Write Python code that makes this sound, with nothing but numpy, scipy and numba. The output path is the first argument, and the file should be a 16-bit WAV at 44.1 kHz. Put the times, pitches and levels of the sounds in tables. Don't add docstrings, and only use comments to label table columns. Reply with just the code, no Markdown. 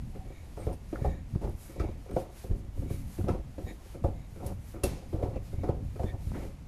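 import sys
import numpy as np
from scipy import signal
from scipy.fft import rfft, irfft, next_fast_len
from scipy.io import wavfile
from scipy.ndimage import uniform_filter1d
from numba import njit

SR = 44100
rng = np.random.default_rng(int(sys.argv[2]) if len(sys.argv) > 2 else 0)


def voltage_ratio(level):
    return 10 ** (np.asarray(level, float) / 20)


def inscribe(sig):
    pcm = np.round(np.clip(np.atleast_2d(sig).T, -1, 1) * 32767)
    wavfile.write(sys.argv[1], SR, pcm.astype(np.int16))


N = 294191

# f/Hz, level/dB per Hz
EDGE_KNOCK = [(700, -56), (1150, 0), (1300, 9.5), (1600, -9.5), (2400, -2.5), (3100, -63), (5000, -14),
              (14000, -49)]


def steps():
    out, t = np.zeros(N), np.arange(SR // 3) / SR
    rise = 1 - np.exp(-t / 0.002)
    for s, db, edge_db, hz, t60, contact_ms in footfalls():
        contact = np.exp(-t * 1000 / contact_ms)
        rattle = 0.66 * voltage_ratio(-60 * t / np.clip(t60, 0.04, 0.5))
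        push = rise * (contact + rattle)
        add(out, s - 0.002, tread(push * rng.standard_normal(len(t)), hz, spread=5.7), db)
        add(out, s, push * colour(rng.standard_normal(len(t)), EDGE_KNOCK), db + edge_db - 8)
    return out


# t/s, peak level/dB, tread tone f/Hz, rattle t60/s, edge over peak/dB
HEELS = [(0.666, -24.5, 450, 0.18, -19), (0.926, -30, 337, 0.1, -14), (1.045, -23, 640, 0.24, -19),
         (1.44, -30, 354, 0.28, -28), (1.475, -31, 370, 0.19, -25), (1.795, -26, 280, 0.21, -2.5),
         (2.163, -20.5, 575, 0.27, -16), (2.511, -33.5, 244, 0.45, -36), (2.902, -30.5, 246, 0.18, -21),
         (3.182, -27.5, 243, 0.38, -30), (3.24, -30, 237, 0.24, -41), (3.283, -20, 408, 0.27, -8),
         (4.04, -21.5, 620, 0.31, -33), (4.834, -18, 355, 0.18, -16), (5.128, -27, 364, 0.6, -39),
         (5.226, -22, 523, 0.36, -18), (5.359, -27.5, 380, 0.096, -36), (5.634, -25.5, 490, 0.36, -10.5),
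         (5.688, -22.5, 452, 0.36, -26), (5.994, -27.5, 514, 0.34, -43), (6.033, -26.5, 328, 0.11, -32)]
# t/s, peak level/dB, tread tone f/Hz, rattle t60/s
TOES = [(0.15, -39, 316, 0.15), (0.57, -34, 546, 1), (1.691, -38, 338, 0.3), (2.09, -35.5, 242, 0.18),
        (3.942, -36, 347, 0.24), (4.356, -39, 296, 0.35), (4.402, -38, 694, 0.16), (4.738, -35, 325, 0.4),
        (5.957, -35, 332, 0.16), (6.266, -44, 237, 0.19), (6.345, -35, 497, 0.33),
        (6.396, -39.5, 293, 0.27), (6.446, -34.5, 385, 0.18)]
# t/s, peak level/dB, tread tone f/Hz
SOLES = [(0.251, -41.5, 241), (0.302, -39.5, 398), (1.014, -33, 237), (1.352, -33, 240), (1.411, -38, 336),
         (1.759, -35, 520), (1.888, -34.5, 320), (2.06, -41.5, 503), (2.113, -32, 306), (2.439, -35.5, 345),
         (2.774, -39, 256), (2.821, -35.5, 318), (2.851, -35.5, 237), (2.934, -36.5, 240),
         (3.006, -57, 250), (3.582, -30.5, 298), (3.666, -36.5, 493), (3.706, -38, 288),
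         (5.529, -36.5, 288), (5.585, -39.5, 320)]


def footfalls():
    heels = [(s, db, edge_db, hz, t60, 10.4) for s, db, hz, t60, edge_db in HEELS]
    toes = [(s, db, -9, hz, t60, 1.0) for s, db, hz, t60 in TOES]
    soles = [(s, db, -19.5, hz, 0.16, 2.0) for s, db, hz in SOLES]
    return sorted(heels + toes + soles)


# f/Hz, width/Hz, level/dB
TREAD_MODES = [(179.6, 58, 2), (222.5, 58, 2.5), (323.6, 55, 4), (402, 72.4, 1.5), (540.4, 55, 2),
               (732, 47.3, -1.5), (851, 113, -8), (1180, 480, -23)]


def tread(force, tone_hz, spread):
    out = 0
    for k, (hz, width, db) in enumerate(TREAD_MODES):
        away_db = spread * np.log2(hz / tone_hz) ** 2
        out = out + (-1) ** k * voltage_ratio(db - away_db) * ring(force, hz, width)
    return out


# t/s, peak level/dB, decay/s, brightness/dB per octave
SLAPS = [
    (0.73, -44, 0.017, 0),
    (1.415, -53, .02, -1),
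    (1.799, -41.5, 0.024, -7),
    (2.112, -50, .004, -4),
    (3.283, -41.5, 0.034, -6),
    (4.04, -62, .015, -5),
    (4.465, -31.5, 0.0098, 4),
    (4.837, -19.5, 0.013, -1.5),
]
# f/Hz, level/dB per Hz
SLAP_AIR = [(710, -32), (1200, -1.5), (2420, -9.5), (2690, 7.5), (2950, -11), (3270, -2), (5720, 1),
            (7560, -5), (8650, 2.5), (10900, 0), (14200, 2.5)]


def slaps():
    out, t = np.zeros(N), np.arange(SR // 3) / SR
    for s, db, decay, tilt_db in SLAPS:
        burst = np.exp(-t / decay) + 0.14 * np.exp(-t / (3.3 * decay))
        fade = (1 - np.exp(-t / (0.047 * decay))) * burst
        tone = [(hz, d + tilt_db * np.log2(hz / 4000)) for hz, d in SLAP_AIR]
        add(out, s - 0.002, fade * colour(rng.standard_normal(len(t)), tone), db)
    return out


# t/s, peak level/dB, f/Hz, width/Hz
PLATE_RINGS = [(0.668, -25, 450, 260), (0.928, -27, 325, 109), (1.046, -28, 540, 219),
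               (2.1645, -21, 547, 260), (2.440, -41, 560, 300), (2.503, -39, 457, 300),
               (2.513, -32.5, 300, 247), (3.285, -26, 382, 160), (3.291, -37, 1268, 150),
               (4.039, -35, 590, 348), (5.129, -33, 414, 300), (5.214, -33, 480, 150),
               (5.228, -23, 480, 200), (5.359, -31, 480, 250), (5.996, -33, 600, 300),
               (2.905, -38, 600, 400), (0.596, -38, 550, 120), (3.581, -32, 300, 300),
               (5.634, -31.5, 500, 250), (5.690, -22, 463, 198), (5.959, -49.5, 900, 900)]
# t/s, peak level/dB, f/Hz, width/Hz
SNAPS = [(0.958, -34, 1350, 350), (0.959, -46, 1920, 400), (1.352, -44, 940, 500), (1.380, -54, 2500, 3000),
         (1.414, -55, 700, 500), (1.474, -39, 880, 400), (1.497, -41, 11500, 5000),
         (1.516, -51, 11000, 5000), (2.113, -45, 12000, 2500), (2.158, -51, 12500, 2000),
         (3.212, -46.5, 1410, 400), (4.095, -47, 950, 400), (4.402, -54, 1260, 400),
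         (4.763, -47, 1270, 300), (6.034, -46, 600, 400), (6.3178, -33, 500, 2480), (6.35, -45, 1320, 200),
         (6.435, -45, 2500, 3000)]


def snaps():
    out, t = np.zeros(N), np.arange(SR // 20) / SR
    for s, db, hz, width in SNAPS + PLATE_RINGS:
        push = np.sin(np.pi * np.minimum(2 * hz * t, 1)) ** 2
        push += (t == 0) * hz / SR
        add(out, s, -band(push, hz, width), db)
    return out


def jolts():
    out, t = np.zeros(N), np.arange(-SR // 20, SR // 4) / SR
    for s, db, hz, t60 in shakes():
        wind_up = np.exp(-(2.7 * hz * t) ** 2)
        fade = np.where(t < 0, wind_up, voltage_ratio(-60 * t / np.clip(t60, 0.02, 0.3)))
        turns = hz * np.where(t < 0, t, t / (1 + 12.4 * np.abs(t)))
        add(out, s + t[0], fade * np.cos(2 * np.pi * turns), db)
    return out


# t/s of the swing, peak level/dB, grip tone f/Hz, t60/s
JOLTS = [(0.675, -18.5, 85.5, 0.046), (1.023, -18, 103, 0.028), (1.057, -20, 80, 0.05),
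         (1.361, -14.5, 108, 0.017), (1.448, -22, 67, 0.11), (1.807, -20.5, 76.6, 0.13),
         (1.859, -22, 70, 0.058), (2.168, -21, 166, 0.031), (2.504, -23, 60, 0.028),
         (2.514, -15.5, 71, 0.037), (2.537, -19.5, 39.8, 0.099), (2.915, -20, 100, 0.033),
         (2.947, -23, 87.6, 0.031), (3.244, -18.5, 126, 0.018), (3.306, -18, 95, 0.052),
         (4.048, -15, 90, 0.07), (4.843, -18.5, 70, 0.063), (5.147, -17.5, 83, 0.018),
         (5.188, -24.5, 65.5, 0.07), (5.24, -18, 81, 0.028), (5.367, -23.5, 64, 0.048),
         (5.586, -20.5, 87, 0.059), (5.698, -15.5, 109, 0.039), (6.005, -22, 86, 0.076),
         (6.045, -18, 84, 0.03), (6.069, -25, 84, 0.035), (6.273, -21, 89, 0.058), (6.405, -28, 50, 0.055)]
# t/s of the swing, peak level/dB, grip tone f/Hz
MORE_SHAKES = [(0.053, -29, 98), (0.105, -39, 58), (0.195, -30, 72.4), (0.575, -31.5, 96), (1.34, -22, 101),
               (1.373, -39, 90), (1.553, -26, 59.5), (1.899, -23.5, 64), (2.198, -49, 65), (2.654, -33.5, 58),
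               (2.749, -29.5, 50), (2.796, -21, 58), (2.81, -37, 55), (3.012, -30, 94), (3.057, -29, 76),
               (3.214, -24.5, 73.6), (3.586, -35, 85), (3.65, -25, 61.5), (4.206, -33, 77), (4.464, -28, 98),
               (4.593, -32, 82.4), (5.289, -26, 78), (5.545, -26, 44), (5.776, -31, 55), (5.829, -27, 88),
               (5.863, -26.5, 95), (5.966, -36, 81.6), (6.145, -24.5, 92), (6.196, -28, 65.5),
               (6.331, -27.5, 90), (0.613, -35, 50), (0.635, -33, 58), (1.072, -23, 80), (1.093, -28, 85),
               (1.82, -36, 70), (3.4, -30, 60), (4.33, -36, 110), (1.423, -31, 54), (1.495, -31, 91),
               (2.151, -25, 49), (2.184, -30, 93), (2.449, -30, 77), (2.581, -33, 60), (2.691, -31, 71),
               (3.195, -27.5, 129), (3.272, -23, 70), (3.317, -25, 75), (4.489, -33, 101), (4.876, -21, 73),
               (4.926, -27, 71), (5.167, -31, 85), (5.336, -35, 58), (5.522, -29.5, 60), (5.657, -31, 102),
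               (5.89, -31, 55), (6.091, -31, 70), (6.311, -32, 74), (6.364, -35, 77), (6.461, -31, 69),
               (6.477, -32, 66), (6.59, -34, 79)]
MORE_SHAKE_T60_S = 0.052


def shakes():
    return JOLTS + [(*row, MORE_SHAKE_T60_S) for row in MORE_SHAKES]


# f/Hz, level/dB per Hz
RUMBLE = [(7.1, -45), (12, -1), (43, 3.5), (70, 3), (95, 2), (134, -5.5), (269, -13.5), (300, -16),
          (390, -81), (660, -120)]


def finger_creep():
    slip = colour(rng.standard_normal(N), RUMBLE)
    envelope = np.abs(signal.hilbert(slip, next_fast_len(N))[:N])
    pressure = uniform_filter1d(envelope, size=700)
    grip = level(slip / pressure ** 0.81 * voltage_ratio(1.4 * walk(20)), 0)
    return voltage_ratio(creep_level()) * clamp() * grip


# t/s, level/dB on the creep
SLACK = [(0, 8.5), (.4, -3), (.85, 2.5), (1.1, 6), (1.65, -4), (2.2, 1), (2.55, -8.5), (2.8, 5), (3.3, 2.5),
         (3.7, -1.5), (4.05, -3), (4.5, 7), (4.85, -2), (5.2, 4), (5.6, 3), (6.05, 2), (6.4, 0.5),
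         (6.6, -2)]


def creep_level():
    rise_s, fall_s = 0.027, 0.085
    rows = []
    for s, db, _, t60 in shakes():
        longer_db = 20 * np.log10(t60 / MORE_SHAKE_T60_S)
        rows.append((s, -35.5 + db + 20.5 + longer_db, rise_s, fall_s))
    for s, db, *_ in TOES + SOLES:
        rows.append((s + 0.013, -40 + db + 29.5, rise_s, fall_s))
    return swells(rows, rest_db=-46.5) + np.interp(np.arange(N) / SR, *np.transpose(SLACK))


def clamp():
    t = np.arange(0, N + 64, 64) / SR
    dips = [1 - np.exp(-((t - s) / 0.014) ** 2) for s, *_ in JOLTS]
    return np.interp(np.arange(N) / SR, t, np.prod(dips, axis=0))


# t/s of the peak, level/dB, release/s
SCUFFS = [(.59, -48, 0.054), (.63, -50, 0.034), (.69, -42, 0.064), (.94, -44, 0.1), (1.065, -44.5, 0.097),
          (1.431, -42.5, 0.083), (1.804, -35, 0.08), (2.2, -46, 0.083), (2.46, -55, 0.06),
          (2.82, -58, 0.16), (3.2, -49, 0.054), (3.29, -37, 0.073), (3.61, -50.5, 0.14), (4.01, -65, 0.13),
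          (4.441, -38, 0.066), (4.85, -38, .13), (5.16, -46, 0.24), (5.68, -39, 0.042), (6.06, -45, 0.11),
          (6.351, -42, 0.078)]


def scuffs():
    drag = rng.standard_normal(N) * voltage_ratio(2.74 * walk(60))
    scuff_db = swells([(s, db, 0.018, fall) for s, db, fall in SCUFFS], rest_db=-64.5)
    return voltage_ratio(scuff_db) * level(tread(drag, 530.0, spread=0.14), 0)


# t/s of the peak, level/dB, rise/s, release/s
SWISHES = [(.15, -64, .3, .3), (.72, -58.5, 0.38, 0.027), (.93, -59, 0.12, 0.12), (1.06, -58, .04, 0.073),
           (1.34, -61, 0.069, .05), (1.44, -59.5, .04, 0.14), (1.63, -55, .06, 0.23),
           (2.03, -60.5, 0.052, 0.069), (2.21, -53.5, 0.078, 0.047), (2.42, -53.5, 0.1, 0.073),
           (2.58, -63, 0.031, 0.031), (2.81, -59.5, 0.065, 0.072), (2.93, -54, 0.044, 0.11),
           (3.14, -54.5, 0.083, 0.13), (3.31, -63, 0.016, 0.065), (3.7, -59.5, 0.23, 0.079),
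           (3.9, -56.5, 0.11, 0.084), (4.05, -61.5, 0.026, 0.11), (4.48, -52.5, 0.044, 0.047),
           (4.4, -63, .2, 0.047), (4.7, -57, 0.092, 0.065), (4.85, -44, 0.014, 0.088),
           (5.0, -58, 0.068, 0.062), (5.13, -61, 0.081, 0.1), (5.24, -59.5, .03, 0.12),
           (5.48, -58.5, 0.06, 0.12), (5.68, -62.5, 0.12, 0.018), (6.08, -59.5, 0.27, 0.067),
           (6.26, -57, 0.076, 0.24), (6.45, -57, 0.095, 0.064)]
# f/Hz, level/dB per Hz
CLOTH = [(700, -3), (1500, -3.5), (2300, -2.5), (3300, -6.5), (3900, -3.5), (7000, -6), (10700, -6.5),
         (14200, -4)]
# t/s, treble level/dB
SHEEN = [(0, 0), (1.5, -1), (1.6, 7), (1.72, 3.5), (1.8, -4), (2.4, 1.5), (3.1, 4), (3.55, -2), (3.7, 3),
         (3.8, -1), (4.7, 3.5), (4.86, 3), (4.98, -17), (5.1, 0), (6.3, 0), (6.67, -4)]


def swishes():
    swish = level(colour(rng.standard_normal(N), CLOTH) * voltage_ratio(0.61 * walk(40)), 0)
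    treble = signal.lfilter(*signal.butter(2, 5960, "high", fs=SR), swish)
    sheen = voltage_ratio(np.interp(np.arange(N) / SR, *np.transpose(SHEEN)))
    return voltage_ratio(swells(SWISHES, rest_db=-73)) * (swish + (sheen - 1) * treble)


# middle t/s, peak level/dB, length/s, low band f/Hz, weave band level/dB, upper bands level/dB
SQUEAKS = [
    (0.369, -50, 0.17, 1890, 2.5, -4.5),
    (0.633, -51, 0.039, 2080, -1, -6),
    (1.094, -48.5, 0.22, 1825, -6, -10),
    (1.841, -53, 0.2, 1900, 5, -4),
    (2.928, -53.5, 0.17, 2250, -3, -4),
    (3.697, -42.5, 0.052, 1860, -6, -8),
    (4.203, -57, 0.13, 2130, -9, -5),
    (5.367, -56, 0.069, 2010, -2, -16),
    (5.625, -55, 0.11, 2250, -3, -5),
    (6.093, -47, 0.06, 1800, -7, -22),
]


def squeaks():
    out = np.zeros(N)
    for s, db, length, low_hz, weave_db, upper_db in SQUEAKS:
        start, jerks, shape = puff(s, length)
        lower = band(jerks, low_hz, 190.0) + voltage_ratio(weave_db) * band(jerks, 2250, 260.0)
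        upper = band(jerks, 3790, 310.0) + 0.45 * band(jerks, 6850, 420.0)
        add(out, start, shape * (lower + voltage_ratio(upper_db) * upper), db)
    return out


# t/s, peak level/dB, f/Hz, width/Hz, length/s
TICKS = [(0.964, -45, 1450, 890, 0.025), (.21, -49, 754, 110, 0.12), (0.71, -34.5, 500, 90, .03),
         (4.839, -25, 11000, 880, 0.0043), (2.14, -57, 8620, 120, .06), (4.975, -57, 2720, 900, .14),
         (6.365, -45, 1750, 1600, 0.06), (6.42, -52, 2100, 900, 0.059), (1.354, -33, 178, 160, 0.02),
         (2.52, -32, 170, 150, .04), (3.3, -31, 187, 150, 0.09), (5.7, -36, 800, 500, 0.05),
         (6.086, -52, 3520, 300, .05), (5.365, -57, 2670, 290, .03), (3.315, -41, 950, 190, 0.015),
         (0.617, -54, 8550, 200, 0.077), (.735, -53, 9000, 440, 0.024)]


def ticks():
    out = np.zeros(N)
    for s, db, hz, width, length in TICKS:
        start, jerks, shape = puff(s, length)
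        add(out, start, shape * band(jerks, hz, 0.66 * width), db)
    return out


def hall_echo(feet):
    lags = np.array([701, 887, 1069, 1283, 1559, 1831, 2203, 2591])
    echo = walls(feet + 1e-18, lags, voltage_ratio(-60 * lags / SR / 0.49), 0.18)
    return voltage_ratio(-27.5) * echo


@njit
def walls(x, lags, gain, damp):
    line, soft, out = np.zeros((8, 8192)), np.zeros(8), np.zeros(len(x))
    for i in range(len(x)):
        total = 0.
        for k in range(8):
            soft[k] += (1 - damp) * (gain[k] * line[k, (i - lags[k]) & 8191] - soft[k])
            total += soft[k]
        out[i] = soft[0] - soft[3] + soft[5] - soft[6]
        for k in range(8):
            line[k, i & 8191] = x[i] + soft[k] - total / 4
    return out


# f/Hz, level/dB per Hz
VENTILATION = [(12, -6.5), (20, -11.5), (48, 2), (83, -7.5), (231, -25.5), (711, -26.5), (1490, -36.5),
               (2190, -36), (3220, -41), (7550, -44.5), (10800, -50), (13100, -47), (14200, -58)]


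def ventilation():
    return level(colour(rng.standard_normal(N), VENTILATION), -48.5)


def level(x, db):
    return x * voltage_ratio(db) / np.sqrt(np.mean(x ** 2) + 1e-30)


def colour(x, table):
    hz, db = np.transpose(table)
    grid = np.fft.rfftfreq(len(x), 1 / SR) + 1
    return irfft(rfft(x) * voltage_ratio(np.interp(np.log(grid), np.log(hz), db)), len(x))


def ring(x, hz, width):
    return signal.lfilter(*signal.iirpeak(hz, hz / width, SR), x)


def band(x, hz, width):
    return ring(ring(x, hz, width), hz, width)


def puff(s, length):
    t = np.arange(-SR // 4, SR // 4) / SR
    return s + t[0], rng.standard_normal(len(t)), np.exp(-(2 * t / length) ** 2)


def walk(rate):
    k = int(SR / rate)
    held = np.repeat(rng.standard_normal(N // k + 1), k)
    return 1.88 * uniform_filter1d(uniform_filter1d(held, k), k)[:N]


def swells(rows, rest_db):
    t = np.arange(0, N + 64, 64) / SR
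    power = voltage_ratio(rest_db) ** 2
    for s, db, rise, fall in rows:
        before = (1.46 * (s - t) / rise) ** 2
        after = np.abs(1.544 * (t - s) / fall) ** 1.52
        power = power + voltage_ratio(db) ** 2 * np.exp(-np.where(t < s, before, after))
    return np.interp(np.arange(N) / SR, t, 10 * np.log10(power))


def add(out, s, x, db):
    i = int(s * SR)
    x = x[max(-i, 0):N - i]
    out[max(i, 0):max(i, 0) + len(x)] += x * voltage_ratio(db) / (np.abs(x).max() + 1e-12)


def scene():
    feet = steps() + slaps() + snaps() + scuffs() + swishes() + squeaks() + ticks()
    hand = jolts() + finger_creep()
    return (feet + hand + hall_echo(feet) + ventilation())[None]


def band_limit(x):
    return signal.sosfilt(signal.butter(12, 14420, fs=SR, output="sos"), x)


# f/Hz, level/dB
PORT = [(20, -1.5), (3000, 0), (3300, -0.5), (3700, -1.5), (6100, -1.5), (6750, 0), (7500, -2), (9800, -1),
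        (10800, 2.5), (11800, -3), (13500, -2.5), (14000, -8)]


def record(dry):
    x = colour(dry[0], PORT)

    def cut(hz):
        return signal.sosfiltfilt(signal.ellip(8, 0.1, 40, hz, fs=SR, output="sos"), x)

    wide = uniform_filter1d(1. * (walk(30) > -0.6), 400)
    return band_limit((wide * cut(13950) + (1 - wide) * cut(13450))[None])


dry = scene()
out = record(dry)
inscribe(out)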